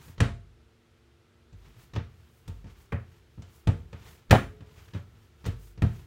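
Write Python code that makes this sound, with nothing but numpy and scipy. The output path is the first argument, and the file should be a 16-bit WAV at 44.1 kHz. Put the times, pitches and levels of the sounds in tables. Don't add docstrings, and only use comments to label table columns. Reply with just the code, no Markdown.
import sys
import numpy as np
from scipy import signal
from scipy.fft import rfft, irfft, next_fast_len
from scipy.io import wavfile
from scipy.ndimage import map_coordinates

SR = 44100
rng = np.random.default_rng(int(sys.argv[2]) if len(sys.argv) > 2 else 0)


def file_out(sig):
    cols = np.atleast_2d(sig).T
    lim = np.clip(cols, -1, 1)
    pcm = np.round(lim * 32767).astype(np.int16)
    wavfile.write(sys.argv[1], SR, pcm)


N = 267314


def amp(db):
    return 10 ** (np.asarray(db) / 20)


def unit(x):
    return x / np.sqrt(np.mean(x ** 2) + 1e-20)


def along(points, hz):
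    f, v = np.transpose(points)
    return np.interp(np.log(hz + 1), np.log(f + 1), v)


def wobble(rate):
    knots = rng.standard_normal(int(N * rate / SR) + 4)
    return map_coordinates(knots, [np.arange(N) * rate / SR])


def swell(t, middle, half):
    return np.exp(-((t - middle) / half) ** 2 / 2)


def coloured(x, spectrum, tilt_db=0, edge_hz=SR / 2):
    size = next_fast_len(len(x) + 2048)
    hz = np.fft.rfftfreq(size, 1 / SR)
    lift = tilt_db * along([(2200, 0), (6000, 1)], hz)
    rolloff = along([(edge_hz, 0), (1.45 * edge_hz, -14)], hz)
    gain = unit(amp(along(spectrum, hz) + lift + rolloff))
    return irfft(rfft(x, size) * gain, size)[:len(x)]


def noise(spectrum):
    return coloured(rng.standard_normal(N), spectrum)


def ring(modes, t, scatter_db):
    return sum(amp(db + scatter_db * rng.standard_normal() - 60 * t / t60) * np.sin(2 * np.pi * hz * t)
               for hz, db, t60 in modes)


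def add(track, s, sound):
    part = track[max(round(s * SR), 0):][:len(sound)]
    part += sound[:len(part)]


def reflected(x, copies):
    out = x.copy()
    for delay, gain in copies:
        add(out, delay, gain * x)
    return out


# frequency in Hz, relative density in dB.
AIR_SPECTRUM = [(20, -19), (45, -9), (75, -1.5), (120, -2), (190, -16.5), (270, -17.5), (370, -13),
                (520, -19.5), (1050, -25), (1330, -21), (1720, -24.5), (3500, -27.5), (10000, -41.5),
                (15500, -47.5)]
# frequency in Hz, level in dB.
HUM_TONES = [(70, -65), (235, -73), (345, -72), (447, -75.5), (1330, -83)]

def room_tone(t):
    hum = sum(amp(db + 3 * wobble(10)) * np.sin(2 * np.pi * hz * t + .6 * wobble(8))
              for hz, db in HUM_TONES)
    return hum + amp(-63) * noise(AIR_SPECTRUM)


# frequency in Hz, relative density in dB.
BRUSH_SPECTRUM = [(300, -20), (1500, -28), (4000, -2.5), (7000, 0.5), (10000, -1.5), (15000, 1)]

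def palm_brush(level):
    return level * amp(.7 * wobble(93)) * noise(BRUSH_SPECTRUM)


# frequency in Hz, relative density in dB.
DRAG_SPECTRUM = [(150, 4), (400, -5.5), (900, 2.5), (1800, -0.5), (3000, -1.5), (4500, -7.5), (7000, -10.5),
                 (12000, -33)]

def dough_drag(level):
    return level * amp(2.03 * wobble(98)) * noise(DRAG_SPECTRUM)


# frequency in Hz, relative density in dB.
RUMBLE_SPECTRUM = [(20, -35), (45, -2), (70, 3.5), (110, 2), (170, -6.5), (260, -20.5), (450, -13.5),
                   (900, -67.5)]

def table_rumble(t, dragging):
    lean_db, settle_s = 7, 0.13
    settling = sum(amp(-40.5 + 0.59 * thud_db) * (t > s) * np.exp(-np.abs(t - s) / settle_s)
                   for s, thud_db, *_ in DOUGH_LANDINGS)
    return (amp(lean_db) * dragging + settling) * amp(2.1 * wobble(42)) * noise(RUMBLE_SPECTRUM)


# middle in seconds, half length in seconds, brushing level in dB, dragging level in dB.
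PALM_STROKES = [(0.064, 0.05, -60, -58.5), (1.694, 0.022, -77, -67), (1.82, 0.035, -65.5, -64.5),
                (2.37, 0.048, -73, -99), (2.717, 0.015, -76, -63), (2.816, 0.029, -69, -72.5),
                (3.565, 0.041, -66.5, -75.5), (4.106, .045, -61.5, -58.5), (4.815, 0.074, -71, -64),
                (5.239, 0.038, -79, -75.5), (5.656, 0.045, -63, -79), (5.98, 0.051, -69, -68)]

def hands(t):
    rub_start_s, drag_lead_s, drag_stretch = 1.514, 0.023, 1.34
    rubbing = np.clip((t - rub_start_s) / 0.12, 0, 1) * amp(2.5 * wobble(14))
    brushing, dragging = amp(-79) * rubbing, amp(-74) * rubbing
    for s, half, brush_db, drag_db in PALM_STROKES:
        brushing += amp(brush_db) * swell(t, s, half)
        dragging += amp(drag_db) * swell(t, s - drag_lead_s, drag_stretch * half)
    return palm_brush(brushing) + dough_drag(dragging) + table_rumble(t, dragging)


# frequency in Hz, relative density in dB.
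SLAP_SPECTRUM = [(150, -34), (400, 11), (850, 2), (1100, 3.5), (1600, 4.5), (2900, -3), (3800, -9.5),
                 (5000, -18), (8800, -24.5), (10500, -31), (15500, -28)]
# delay in seconds, gain.
SLAP_REFLECTIONS = [(.0016, 0.14), (.0037, 0.092), (.0071, .3)]

def slap(t, contact_s, tilt_db, edge_hz):
    smack = np.exp(-t / contact_s) * (1 - np.exp(-t / 0.00077))
    snap = np.exp(-t / 0.00027) * 0.0032 / (contact_s + 0.0014)
    burst = (smack + snap) * rng.standard_normal(len(t))
    tail = amp(-2) * np.linalg.norm(burst) * room_tail(len(t))
    direct = coloured(burst, SLAP_SPECTRUM, tilt_db + 5.5, edge_hz)
    wash = coloured(tail, SLAP_SPECTRUM, tilt_db, edge_hz)
    return reflected(direct + wash, SLAP_REFLECTIONS)


# frequency in Hz, relative level in dB, t60 in seconds.
BOARD_MODES = [(206.7, -2, 0.28), (229.5, 3, 0.28), (270, -1.5, 0.31), (290, -5, 0.27), (357.5, -7.5, 0.3),
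               (398, -12, 0.42), (460.4, 5, 0.16), (530, -7.5, 0.03), (570, -23.5, 0.1), (686, -9.5, 0.36),
               (900, 0, 0.13), (891.5, 0, 0.1)]

def knock(t):
    wood = np.zeros(len(t))
    for mode in BOARD_MODES:
        add(wood, rng.uniform(0, .006), ring([mode], t, scatter_db=1.5))
    return wood / np.abs(wood).max()


# frequency in Hz, relative level in dB, t60 in seconds.
TABLE_MODES = [(49.14, -17, 0.8), (71.8, -37.5, 1), (92.2, 3, 0.16), (116.1, 0.5, 0.16),
               (151.2, -5.5, 0.17), (196.6, -9.5, 0.15), (208, -13.5, 0.29)]
# delay in seconds, gain.
THUD_REFLECTIONS = [(.0062, 1.54), (0.0174, 1.96)]

def thud(t, hardness):
    lowest_hz = TABLE_MODES[0][0]
    modes = [(hz, db + hardness * np.log2(hz / lowest_hz), t60) for hz, db, t60 in TABLE_MODES]
    boom = reflected(ring(modes, t, scatter_db=.3), THUD_REFLECTIONS)
    return boom / np.abs(boom).max()


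# frequency in Hz, t60 in seconds.
KITCHEN_DECAY = [(60, 0.5), (160, 0.16), (420, 0.26), (1100, 0.3), (2900, 0.28), (7700, 0.33),
                 (15000, 0.32)]

def room_tail(size, build_s=0.012):
    hz, t, bands = signal.stft(rng.standard_normal(size), SR, nperseg=256)
    decay = amp(-60 * t / along(KITCHEN_DECAY, hz)[:, None])
    tail = signal.istft(bands * decay, SR, nperseg=256)[1][:size]
    tail *= 1 - np.exp(-(np.arange(size) / SR / build_s) ** 2)
    return tail / np.linalg.norm(tail)


def in_room(x, wet_db):
    return x + amp(wet_db) * signal.fftconvolve(x, room_tail(len(x)))[:len(x)]


def blow(thud_db, hardness, slap_db, edge_hz, contact_s, weight_delay_s=0):
    t = np.arange(SR // 2) / SR
    knock_db = (thud_db + slap_db) / 2 - 9
    wood = amp(knock_db) * knock(t)
    add(wood, weight_delay_s, amp(thud_db) * thud(t, hardness))
    tilt_db = 3.5 - 0.6 * hardness
    skin = amp(slap_db) * slap(t, contact_s, tilt_db, edge_hz)
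    return skin + in_room(wood, wet_db=-8.5)


# start in seconds, thud level in dB, hardness in dB per octave, slap level in dB.
FINGER_GRIPS = [(0.081, -37.5, -6, -51.5), (1.528, -39, -20.5, -60), (2.643, -33, 6, -54),
                (3.377, -30, 1.5, -61), (3.421, -49, -19, -48.5), (3.929, -31.5, 3.5, -42),
                (4.606, -33.5, 2, -50)]
# start in seconds, slap level in dB.
DOUGH_GRAZES = [(.179, -48), (1.935, -45), (1.953, -45), (4.297, -48), (4.935, -45.5), (5.442, -48),
                (5.453, -39.5), (5.776, -54)]
# start in seconds, thud level in dB, hardness in dB
# per octave, slap level in dB, treble edge in Hz, contact in seconds, delay of the weight in seconds.
DOUGH_LANDINGS = [(0.2036, -8.5, -3, -18.5, 9500, 0.0053, 0.00096),
                  (1.961, -18, -2.5, -31, 5700, 0.0056, 0.0016),
                  (2.478, -27, -14.5, -45, 14700, 0.007, 0.0014),
                  (2.9215, -18, -0.5, -30.5, 2370, 0.0091, 0.0056),
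                  (3.6725, -8.5, -2.5, -28.5, 10700, 0.005, 0.0008),
                  (4.309, -3.5, 5, -7.5, 15000, 0.0051, 0.00047),
                  (4.945, -25, 6.5, -48, 13890, 0.034, 0.00178),
                  (5.461, -17.5, -12.5, -37, 14760, 0.0096, 0.00803),
                  (5.8209, -9, 3.5, -27.5, 11800, 0.0043, .0005)]

def dough_blows():
    out = np.zeros(N)
    for s, *landing in DOUGH_LANDINGS:
        add(out, s, blow(*landing))
    for s, slap_db in DOUGH_GRAZES:
        add(out, s, blow(thud_db=-31.5, hardness=-11, slap_db=slap_db, edge_hz=6000, contact_s=.009))
    for s, *grip in FINGER_GRIPS:
        add(out, s, blow(*grip, edge_hz=7300, contact_s=.0061))
    return out


# frequency in Hz, relative level in dB, free t60 in seconds.
LOOSE_MODES = [(535, 6, 0.37), (520, -7, 0.027), (665, 9.5, .07), (740, 12, 0.038), (708.5, -6.5, 0.064),
               (825, 5, 0.056), (905, -4, 0.12), (1210, -9, 0.19), (1345, -6, .08), (1586, -3, 0.047)]
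# start in seconds, level in dB.
CLACKS = [(3.696, -29.5), (4.3295, -2), (4.3405, -11), (4.3515, -8.5), (4.3565, -7.5), (4.3635, -16.5),
          (4.381, -38), (5.85, -29.5)]

def rattle():
    out, t = np.zeros(N), np.arange(SR) / SR
    damping = np.exp(-t / 0.041)
    for s, db in CLACKS:
        clack = damping * ring(LOOSE_MODES, t, scatter_db=1.5)
        add(out, s, amp(db) * in_room(clack / np.abs(clack).max(), wet_db=-31))
    return out


# frequency in Hz, level in dB, t60 in seconds.
STEEL_MODES = [(419, -50, 1.1), (427, -45, 1.3), (551, -54, .9), (681, -56, .9), (6137, -52, .33),
               (6315, -53, .28), (7171, -46, .4), (8769, -52, .24), (10400, -48, .28), (10790, -59, .4),
               (12100, -63, .31), (14720, -56, .18)]

def steel_ring(jolt_s=4.3095):
    out, t = np.zeros(N), np.arange(SR) / SR
    add(out, jolt_s, in_room(ring(STEEL_MODES, t, scatter_db=.5), wet_db=-15))
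    return out


def scene():
    t = np.arange(N) / SR
    return (dough_blows() + rattle() + steel_ring() + hands(t) + room_tone(t))[None]


def record(dry):
    low_cut_hz, top_hz = 38, 15850
    size = next_fast_len(N + SR // 2)
    hz = np.fft.rfftfreq(size, 1 / SR)
    low_cut = hz ** 4 / (hz ** 4 + low_cut_hz ** 4)
    lean = irfft(rfft(dry, size) * low_cut, size)
    limited = lean / (1 + np.abs(lean) ** 8) ** (1 / 8)
    return irfft(rfft(limited) * (hz < top_hz), size)[..., :N]


dry = scene()
out = record(dry)
file_out(out)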